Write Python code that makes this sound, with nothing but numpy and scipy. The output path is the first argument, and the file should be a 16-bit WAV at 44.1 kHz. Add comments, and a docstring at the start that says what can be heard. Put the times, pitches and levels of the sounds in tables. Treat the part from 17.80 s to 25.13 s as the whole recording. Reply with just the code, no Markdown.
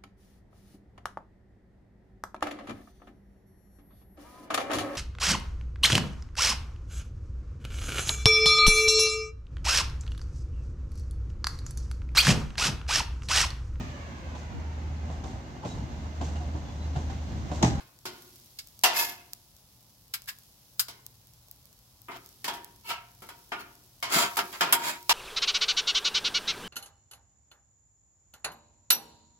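"""Two steel spatulas turn fried rice on an outdoor flat-top griddle, close to a house wall; stereo, blades
right of centre. From the start food sizzles and spits over a low outdoor rumble, and the plate already rings
faintly. A strong clank and a scrape come at about 1 s; until 3 s the blades also clink together. From 4.3 s
come thick blows and scrapes, with a hollow foil tray shoved at 6.4 s and the last clank at 7.3 s. Noise shaped
by steel modes makes the clanks, clinks and scrapes, decaying sines the plate's tones, short bursts the spits,
and filtered noise the sizzle, rumble and wall tail."""
import sys
import numpy as np
from scipy import signal
from scipy.fft import rfft, irfft, next_fast_len
from scipy.io import wavfile
from scipy.ndimage import map_coordinates

SR = 44100
rng = np.random.default_rng(int(sys.argv[2]) if len(sys.argv) > 2 else 0)


def to_wav(s):
    """Save 16-bit WAV."""
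    ch = np.atleast_2d(s).T  # columns
    pcm = np.round(np.clip(ch, -1, 1) * 32767)  # PCM
    wavfile.write(sys.argv[1], SR, pcm.astype(np.int16))


N = 323240  # samples

# All level_db columns are relative: later gains are added to them.
# Outdoor rumble spectrum: pitch_hz, level_db
RUMBLE_SPECTRUM = [(12, -47.5), (20, -24), (43, -3), (82, -5), (123, -3), (145, -10), (226, -12),
                   (265, -19.5), (300, -16), (382, -23.5), (458, -20.5), (497, -21), (967, -21),
                   (1920, -34.5), (2500, -39), (3250, -54), (5500, -120)]
RUMBLE_DB = -63.5
# Left-right likeness of the rumble and the wall tail: pitch_hz, likeness (-1 to 1)
AMBIENT_LIKENESS = [(60, 0.91), (130, 0.97), (290, 0.81), (640, 0.71), (1410, 0.56), (3100, 0.77),
                    (6820, -0.59), (15000, 0.091)]
# Sizzle spectrum: pitch_hz, level_db
FRYING_SPECTRUM = [(880, -38.5), (1500, -10), (2000, -8.5), (3450, -1), (5400, 2), (9000, -5.5), (12000, 3),
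                   (14000, -6), (16000, -1)]
# Food turned onto bare hot steel: start_s, flare_db
FOOD_TURNS = [(0.26, -56), (1.081, -62), (2.4, -61.5), (4.28, -59), (5.35, -60), (6.28, -45)]
SIMMER_DB = -63  # food left alone, before the sizzle's own gains
FLARE_RISE_S, FLARE_DRY_S = 0.07, 0.72  # fresh moisture boils up quickly, then dries off
# Loudest spits of hot oil: start_s, level_db, zing_db, left_minus_right_db
OIL_SPITS = [(0.189, -37, -8, 4.5), (0.8727, -30, 0, 6), (0.9918, -26, -2, -1.5), (1.0136, -36.5, -6, 0),
             (1.5334, -15, -1.5, -1), (1.7659, -36.5, -4.5, 3), (2.4198, -29.5, -4, 6.5),
             (2.587, -30, 3, -1.5), (3.265, -19.5, 2.5, -1), (3.713, -23, 8.5, 4.5),
             (3.8557, -32.5, 4.5, -4.5), (4.2183, -32, 7.5, 7.5), (4.4615, -27, 1.5, -2.5),
             (4.49, -32.5, 0, 0.5), (4.8454, -21, 3.5, -5)]
# Blade against blade: start_s, level_db, body_db, zing_db, note_hz, left_minus_right_db, rise_s
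BLADE_CLINKS = [(0.7871, -31.5, -11.5, -6.5, 2210, 0.5, 0.001), (2.3364, -27, -3, 1.5, 2230, 1, 0.003),
                (2.472, -32.5, 1.5, 1, 1680, 2, 0.017), (2.9942, -20, -7, 3.5, 1445, 2.5, 0.0013)]
# Strokes along the plate: start_s, push_s, hold_s, release_t60_s, pressure_db, brightness_db,
# tilt_db (brightening as the blade tilts)
BLADE_STROKES = [(1.11, 0.063, 0.036, 0.44, -32, 3.5, 4), (4.295, 0.019, 0.058, 0.095, -46.5, -15.5, -5),
                 (4.712, 0.027, .005, 0.25, -46.5, -2.5, 3), (5.036, 0.066, 0.014, 0.3, -37.5, -4.5, -10.5),
                 (5.771, 0.035, .005, 0.145, -47.5, -3, -2), (6.289, .055, 0.084, 0.27, -25, -2, -7),
                 (6.712, .025, .01, 0.28, -41, -10, -1), (6.974, 0.084, 0.037, 0.26, -32.5, -4, 2)]
# Blows on the plate: start_s, level_db, thud_db, edge_db, zing_db, ring_factor (scales decay time),
# low_hz, high_hz (resonances of the contact point)
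PLATE_BLOWS = [(0.002, -44, -10.5, -6, -13.5, 1.02, 1070, 1480),
               (0.254, -31.5, -7, 1, -3.5, 1.08, 1084, 1440),
               (1.036, -11, -24.5, -1.5, -2, 1.04, 741, 2770), (3.083, -39, -13, 3, -0.5, 0.9, 1060, 2100),
               (4.283, -30.5, -11.5, -34, -19.5, 0.79, 1070, 1256),
               (4.643, -29, -15, 1, -3, 1.01, 1090, 1810), (4.679, -23, -14, -5.5, -8.5, 0.75, 965, 3290),
               (5.0895, -33, -35, -0.5, -5, 0.412, 1320, 5120),
               (5.103, -25.5, -35, -5, -18.5, 0.78, 1320, 2900),
               (5.42, -40.5, -7, -8.5, -4, 1.24, 727, 1320), (5.488, -37, -19, -6, -6.5, 0.65, 947, 1470),
               (5.718, -22, -16.5, -14.5, -26.5, 0.81, 1210, 1430),
               (6.226, -23, -20, -4, -11, 1.5, 1050, 2180),
               (6.569, -19, -13.5, -7.5, -2.5, 0.64, 810, 1250),
               (6.589, -16.5, -35, -5, -11, 0.18, 1260, 1380),
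               (6.808, -13.5, -16.5, -6, -12.5, 0.98, 1030, 1384),
               (6.9248, -12.5, -20.5, -5.5, 3.5, 0.39, 917, 3270),
               (7.2933, -12, -26, 0, -6.5, 1, 966, 2770)]
# Long tones of the plate: pitch_hz, level_db, t60_s
PLATE_TONES = [(275, -12, .8), (360, -7, 1.0), (405, -5, .65), (706, -18, .85), (925, -14, .4),
               (945, -13, .5), (1092, -18, .3), (1339, -9, .22), (1441, -15, .3), (1625, -9, .2),
               (2078, -8, .18), (2177, -9, .2), (2264, -9, .18), (2527, -12, .2), (7533, -4, .14),
               (7812, -9, .12), (9226, -8, .14), (11551, -6, .13), (12369, -5, .13)]
# Dense steel modes between the resonances: pitch_hz, level_db
DENSE_MODES = [(40, -57), (130, -11.5), (230, -8.5), (370, -5), (450, -9.5), (620, -5.5), (1050, 0.5),
               (1700, -2), (3000, -3.5), (5200, -3.5), (7600, -11), (8400, -15.5), (12000, -7),
               (16000, -15.5)]
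# Corners between thud, body, edge and zing: pitch_hz
BAND_CORNERS = [400, 650, 2300, 4600, 11000]
# Plate decay before each blow's ring_factor, for thud, body, edge, zing: t60_s
PLATE_DECAY = [1, 0.59, 0.36, 0.18]
# Free blade decay for body, edge, zing: t60_s
BLADE_DECAY = [0.097, 0.084, 0.085]
# Crowded top modes of a free blade: pitch_hz, width_hz, level_db
TOP_BLADE_MODES = (13000, 1400, -9)
# Left-right likeness of the steel: pitch_hz, likeness (0 to 1)
STEEL_LIKENESS = [(100, 1), (350, 0.84), (750, 0.39), (1200, 0.37), (2000, 0.22), (5000, 0.17),
                  (14000, 0.11)]
# Resonances of a blade, set by how it meets the plate: pitch_hz, width_hz, level_db
LANDING_MODES = [(710, 44, -7), (911, 25, -3), (3094, 170, -9.5), (5040, 95, -9.5), (7330, 62, -10),
                 (8000, 53, -14.5), (7700, 63, -16), (8950, 93, -10), (8680, 42, -14.5), (9940, 54, -6),
                 (11700, 88, -21), (11300, 89, -7), (12500, 49, -12), (13450, 74, -12.5),
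                 (13080, 56, -15.5), (13240, 46, -20), (14000, 39, -7.5), (15300, 42, -17)]
PUSHING_MODES = [(937, 26, 4.5), (1723, 29, 2), (2125, 24, 4.5), (2576, 36, 4.5), (4980, 46, -6.5),
                 (5700, 50, -13.5), (6130, 33, -24), (6980, 154, -12.5), (9290, 28, -9.5),
                 (9600, 62, -17.5), (11340, 31, -10.5), (11650, 41, 1), (12480, 95, -11.5), (13000, 60, -4),
                 (14200, 34, -10.5), (15300, 41.5, -13)]
DIGGING_MODES = [(940, 24, 12), (1320, 28, 5.5), (1750, 32, -7), (2220, 65, 2), (2670, 24, 8),
                 (2900, 180, -1), (3170, 31, -2), (4370, 26, 3.5)]
SWEEPING_MODES = [(947, 8.6, 0), (2160, 28, -9), (3270, 29, -5), (3870, 76, -10), (4700, 41, -2),
                  (5590, 71, -13.5), (6800, 94, -3.5), (7520, 54, 0), (7900, 47, -11), (8830, 120, -10.5),
                  (9200, 44, -10), (10600, 40, -7), (11180, 100, -10), (11460, 33, -10), (14200, 70, -17),
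                  (15200, 77, -12.5)]
FREE_MODES = [(1600, 56, -11.5), (4970, 66, -6), (7120, 70, -9.5), (7980, 45, -4.5), (8300, 23, -9.5),
              (8750, 38, -12.5), (9600, 32, -5.5), (10900, 43, 0), (11900, 74, -12.5), (11800, 78, -9)]
# The blade resonances of each stroke in turn
STROKE_MODES = [PUSHING_MODES, LANDING_MODES, LANDING_MODES, DIGGING_MODES, DIGGING_MODES,
                SWEEPING_MODES, SWEEPING_MODES, SWEEPING_MODES]
BRIGHT_PER_PRESSURE = 0.43  # a blade pressed harder rasps brighter (dB per dB)
# Colour of the two microphone ports: pitch_hz, left_minus_right_db
PORT_COLOUR = [(100, 1.5), (350, 2), (650, 2.5), (1300, 0), (2500, 0.8), (4800, -3), (8000, 1.5),
               (11500, -2.5), (15000, 6.5)]
TOP_HZ = 16000  # band limit of the microphones


def amp(db):
    """Decibels to amplitude."""
    return 10 ** (np.asarray(db) / 20)


def unit(x):
    """x scaled to rms 1."""
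    return x / np.sqrt(np.mean(x ** 2) + 1e-20)


def along(points, hz):
    """Interpolate (Hz, value) points on a log frequency axis."""
    f, v = np.transpose(points)
    return np.interp(np.log(hz + 1), np.log(f + 1), v)


def filtered(x, response):
    """x times a response of frequency."""
    n = x.shape[-1]
    padded = next_fast_len(n + SR // 5)
    hz = np.fft.rfftfreq(padded, 1 / SR)
    return irfft(rfft(x, padded) * response(hz), padded)[..., :n]


def coloured(x, points):
    """x filtered to a curve of (Hz, dB) points."""
    return filtered(x, lambda hz: amp(along(points, hz)))


def wobble(rate, n):
    """A smooth random curve, rate knots a second."""
    knots = rng.standard_normal(int(n * rate / SR) + 4)
    return map_coordinates(knots, [np.arange(n) * rate / SR])


def add(out, s, x):
    """Mix x into out from time s on."""
    i = max(round(s * SR), 0)
    out[:, i:i + x.shape[-1]] += x[..., :N - i]


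def spread(pair, likeness):
    """Two unrelated signals become left and right of a given likeness."""
    def mid_side(hz):
        angle = np.arccos(np.clip(along(likeness, hz), -1, 1)) / 2
        return np.array([np.cos(angle), np.sin(angle)])
    mid, side = filtered(pair, mid_side)
    return np.array([mid + side, mid - side])


def placed(x, pan_db):
    """x with its left side pan_db above its right."""
    return x * amp(pan_db * np.array([[.5], [-.5]]))


def from_right(x, lag):
    """The left side hears x lag seconds after the right."""
    return filtered(x, lambda hz: np.exp(1j * np.pi * hz * lag * np.array([[-1], [1]])))


def outdoors(hum_db=-69, hum_hz=119):
    """A low steady rumble of filtered noise, with a faint hum wavering in phase and level."""
    rumble = unit(coloured(spread(rng.standard_normal((2, N)), AMBIENT_LIKENESS), RUMBLE_SPECTRUM))
    phase = 2 * np.pi * hum_hz * np.arange(N) / SR + 0.44 * wobble(2, N)
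    hum = np.sin(phase) * amp(3.5 * wobble(1.9, N))
    return amp(RUMBLE_DB) * rumble + amp(hum_db) * hum


def wall(x, t60=0.36, dull_hz=5000):
    """The house wall and the deck answer with a short, dull tail of decaying noise."""
    t = np.arange(SR // 2) / SR
    tail = rng.standard_normal((2, len(t))) * amp(-60 * t / t60) * (1 - np.exp(-t / 0.0072))
    tail = spread(tail, AMBIENT_LIKENESS) / np.linalg.norm(tail[0])
    tail = filtered(tail, lambda hz: 1 / (1 + 1j * hz / dull_hz))
    return signal.fftconvolve(x, tail, axes=1)[:, :N]


def boiling():
    """Strength of the sizzle: a steady simmer, and a flare each time the food is turned."""
    power = amp(SIMMER_DB) ** 2
    for s, db in FOOD_TURNS:
        age = np.maximum(np.arange(N) / SR - s, 0)
        flare = amp(db) * (1 - np.exp(-age / FLARE_RISE_S)) * np.exp(-age / FLARE_DRY_S)
        power = power + flare ** 2
    return np.sqrt(power)


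def pop(zing_db, tail_db=-27, tail=.0028):
    """A droplet bursts: one snap and its scatter off the plate, peak 1."""
    t = np.arange(SR // 40) / SR
    scatter = rng.standard_normal((2, len(t))) * np.exp(-t / tail)
    burst = (t == 0) + amp(tail_db) * scatter
    colour = [(500, -13.5), (2200, -15.0), (4500, -1.5), (7500, -2.5), (13000, zing_db)]
    burst = coloured(np.pad(burst, ((0, 0), (16, 0))), colour)
    return burst / np.abs(burst).max()


def sizzle(hiss_db=2, fizz_db=-4, crackle_db=16, crackle_rate=36, size_db=6.0):
    """Countless tiny bubbles merge into a hiss, with distinct crackles on top (crackle_rate a second)."""
    bubbles = rng.standard_normal((2, N)) * (rng.random(N) < 700 / SR)
    fizz = rng.standard_normal((2, N)) + amp(fizz_db) * unit(bubbles)
    out = amp(hiss_db) * unit(coloured(fizz, FRYING_SPECTRUM))
    for when, chance in rng.random((int(crackle_rate * N / SR), 2)):
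        size = min(-np.log(chance), 2.6)  # mostly small, a few large
        add(out, when * (N - 1) / SR, amp(crackle_db + size_db * size) * pop(0))
    return boiling() * out


def spits(level_db=5):
    """The larger bursts of water in the hot oil, each a single pop."""
    out = np.zeros((2, N))
    for s, db, zing_db, pan_db in OIL_SPITS:
        add(out, s, placed(amp(db + level_db) * pop(zing_db), pan_db))
    return out


def tray(s=6.358, db=-27.5, rise=.006, hollow_hz=235, octaves=.65):
    """The blade shoves the empty foil tray: one hollow thump about an octave wide."""
    t = np.arange(SR // 4) / SR
    hump = lambda hz: np.exp(-(np.log2((hz + 1) / hollow_hz) / octaves) ** 2)
    hollow = unit(filtered(rng.standard_normal(len(t)), hump))
    out = np.zeros((2, N))
    add(out, s, amp(db) * hollow * t / rise * np.exp(1 - t / rise))
    return out


def steel_bands(force, modes, peaks_db, blur_db=1.06, uneven_db=3, spacing_hz=32):
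    """A force coloured by the steel, split into thud, body, edge and zing, each of rms 1."""
    luck = rng.standard_normal(SR // 20)

    def steel(hz):
        # each octave up, a resonance stands blur_db less clear of the dense modes
        peaks = sum(amp(db + peaks_db - blur_db * np.log2(f / 1500)) ** 2 / (1 + ((hz - f) / width) ** 2) ** 2
                    for f, width, db in modes)
        # each contact point drives some of the dense modes hard and misses others
        uneven = uneven_db * map_coordinates(luck, [hz / spacing_hz], mode="mirror")
        dense = amp(along(DENSE_MODES, hz) + uneven)
        return np.sqrt(dense ** 2 + peaks)

    sound = filtered(spread(force, STEEL_LIKENESS), steel)
    # share of each band at the five corners
    shares = [[1, 0, 0, 0, 0], [0, 1, 1, 0, 0], [0, 0, 0, 1, 0], [0, 0, 0, 0, 1]]
    return [unit(filtered(sound, lambda hz: np.interp(np.log(hz + 1), np.log(BAND_CORNERS), share)))
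            for share in shares]


def plate_tones(t, thud_db, zing_db, point_hz=0, near_db=13, near_hz=35, scatter_db=2):
    """The plate's long tones, struck anew at each contact; one near the contact point's pitch is boosted."""
    ring = 0
    for hz, db, t60 in PLATE_TONES:
        drive_db = along([(400, thud_db), (650, 0), (2600, 0), (7500, zing_db)], hz)
        drive_db += near_db * np.exp(-((hz - point_hz) / near_hz) ** 2) + rng.normal(0, scatter_db)
        # high tones differ between the sides
        phase = rng.uniform(0, 2 * np.pi) + rng.normal(0, min(hz / 2000, 1), (2, 1))
        ring = ring + amp(db + drive_db - 60 * t / t60) * np.sin(2 * np.pi * hz * t + phase)
    return ring


def clinks(level_db=-6, low_hz=1100, note_db=-3, note_width_hz=70, tick_db=0, tick_t60=.012,
           after_db=-32, after_t60=0.216, hold=0.0036):
    """Thin hand-held blades touch or slide together: a bright tick, little bass and a short ring."""
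    out, t = np.zeros((2, N)), np.arange(SR // 3) / SR
    for s, db, body_db, zing_db, note_hz, pan_db, rise in BLADE_CLINKS:
        modes = list(FREE_MODES) + [(note_hz, note_width_hz, note_db), TOP_BLADE_MODES]
        body, edge, zing = steel_bands(rng.standard_normal((2, len(t))), modes, peaks_db=11.5)[1:]
        free = np.maximum(t - rise - hold, 0)  # time since the blades parted
        afterring = amp(after_db - 60 * free / after_t60)
        levelled = [body * amp(body_db), edge, zing * amp(zing_db)]
        ring = sum(band * (amp(-60 * free / t60) + afterring) for band, t60 in zip(levelled, BLADE_DECAY))
        tick = (edge + zing) * amp(tick_db + zing_db - 60 * t / tick_t60)
        attack = np.minimum(t / rise, 1) ** 1.28
        add(out, s, placed(amp(level_db + db) * (ring + tick) * attack, pan_db))
    return signal.sosfilt(signal.butter(4, low_hz, "high", fs=SR, output="sos"), out)


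def scrapes(level_db=0, thud_db=-17, edge_db=-3, zing_db=-1, judder_db=1.3, judder_rate=120,
            tones_db=-10, touch_db=-17, slip_rate=11000):
    """The edge catches and slips on the crusted plate; the slips drive the blade and keep the plate ringing."""
    out, t = np.zeros((2, N)), np.arange(SR) / SR
    for stroke, modes in zip(BLADE_STROKES, STROKE_MODES):
        s, push, hold, release, pressure_db, bright_db, tilt_db = stroke
        # the blade touches lightly, is pushed to full pressure, held there and eased off
        swell_db = touch_db * np.maximum(1 - t / push, 0)
        swell_db = swell_db - 60 * np.maximum(t - push - hold, 0) / release
        judder = judder_db * wobble(judder_rate, len(t))
        drive = np.minimum(t / 0.0192, 1) * amp(level_db + pressure_db + swell_db + judder)
        tilt = tilt_db * np.clip((t - push) / (push + hold), -1, 1)
        bright = bright_db + BRIGHT_PER_PRESSURE * swell_db + tilt
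        slips = rng.standard_normal((2, len(t))) * (rng.random(len(t)) < slip_rate / SR)
        thud, body, edge, zing = steel_bands(slips, modes, peaks_db=11.5)
        rasp = amp(thud_db - 0.072 * bright) * thud + body
        rasp = rasp + amp(edge_db + .5 * bright) * edge + amp(zing_db + bright) * zing
        tones = plate_tones(t, thud_db=-28, zing_db=bright_db - 24.5)
        tones = tones / np.linalg.norm(tones[0])
        ring = signal.fftconvolve((drive * unit(slips[0]))[None], tones, axes=1)[:, :len(t)]
        add(out, s, drive * rasp + amp(tones_db) * ring)
    return out


def blows(level_db=-13, tones_db=-13, clatter_db=-1, clatter_time=0.027, rise=0.0004, point_db=0,
          point_width_hz=50, tick_db=3, tick_t60=0.022):
    """A blade lands and clatters briefly; then the plate's dense modes die, the treble first."""
    out, t = np.zeros((2, N)), np.arange(SR) / SR
    clatter = amp(clatter_db) * np.exp(-(t / clatter_time) ** 2)
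    for s, db, thud_db, edge_db, zing_db, ring_factor, low_hz, high_hz in PLATE_BLOWS:
        point = [(low_hz, point_width_hz, point_db - 4.5), (high_hz, point_width_hz, point_db)]
        # a cushioned blow hardly reaches the upper modes
        softness = [(2000, 0.0025), (3200, 0.15 * min(edge_db, 0))]
        force = coloured(rng.standard_normal((2, len(t))), softness)
        bands = steel_bands(force, list(LANDING_MODES) + point, peaks_db=10.0)
        bands_db = [thud_db, 0, edge_db, zing_db]
        clank = sum(band * amp(band_db) * (amp(-60 * t / (t60 * ring_factor)) + clatter)
                    for band, band_db, t60 in zip(bands, bands_db, PLATE_DECAY))
        clank += bands[-1] * amp(zing_db + tick_db - 60 * t / tick_t60)  # the edge strikes first
        tones = amp(tones_db) * plate_tones(t, 0.78 * thud_db, zing_db, low_hz)
        attack = 1 - np.exp(-t / (rise * amp(-.4 * zing_db)))  # food cushions the dull blows
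        add(out, s, amp(db) * (amp(level_db) * clank + tones) * attack)
    return out


def scene(wall_db=-16):
    """The blades work a little to the right of the microphone, and the food lies further right still."""
    food = from_right(spits() + sizzle(), lag=0.00015)
    tools = from_right(blows() + clinks() + scrapes() + tray(), lag=0.00012)
    return tools + food + amp(wall_db) * wall(tools + food) + outdoors()


def record(dry, low_cut_hz=36):
    """Each microphone port has its own colour; the deepest bass and all above the band limit are lost."""
    sound = signal.sosfilt(signal.butter(2, low_cut_hz, "high", fs=SR, output="sos"), dry)
    return filtered(sound, lambda hz: placed(hz < TOP_HZ, along(PORT_COLOUR, hz)))


dry = scene()
out = record(dry)
to_wav(out)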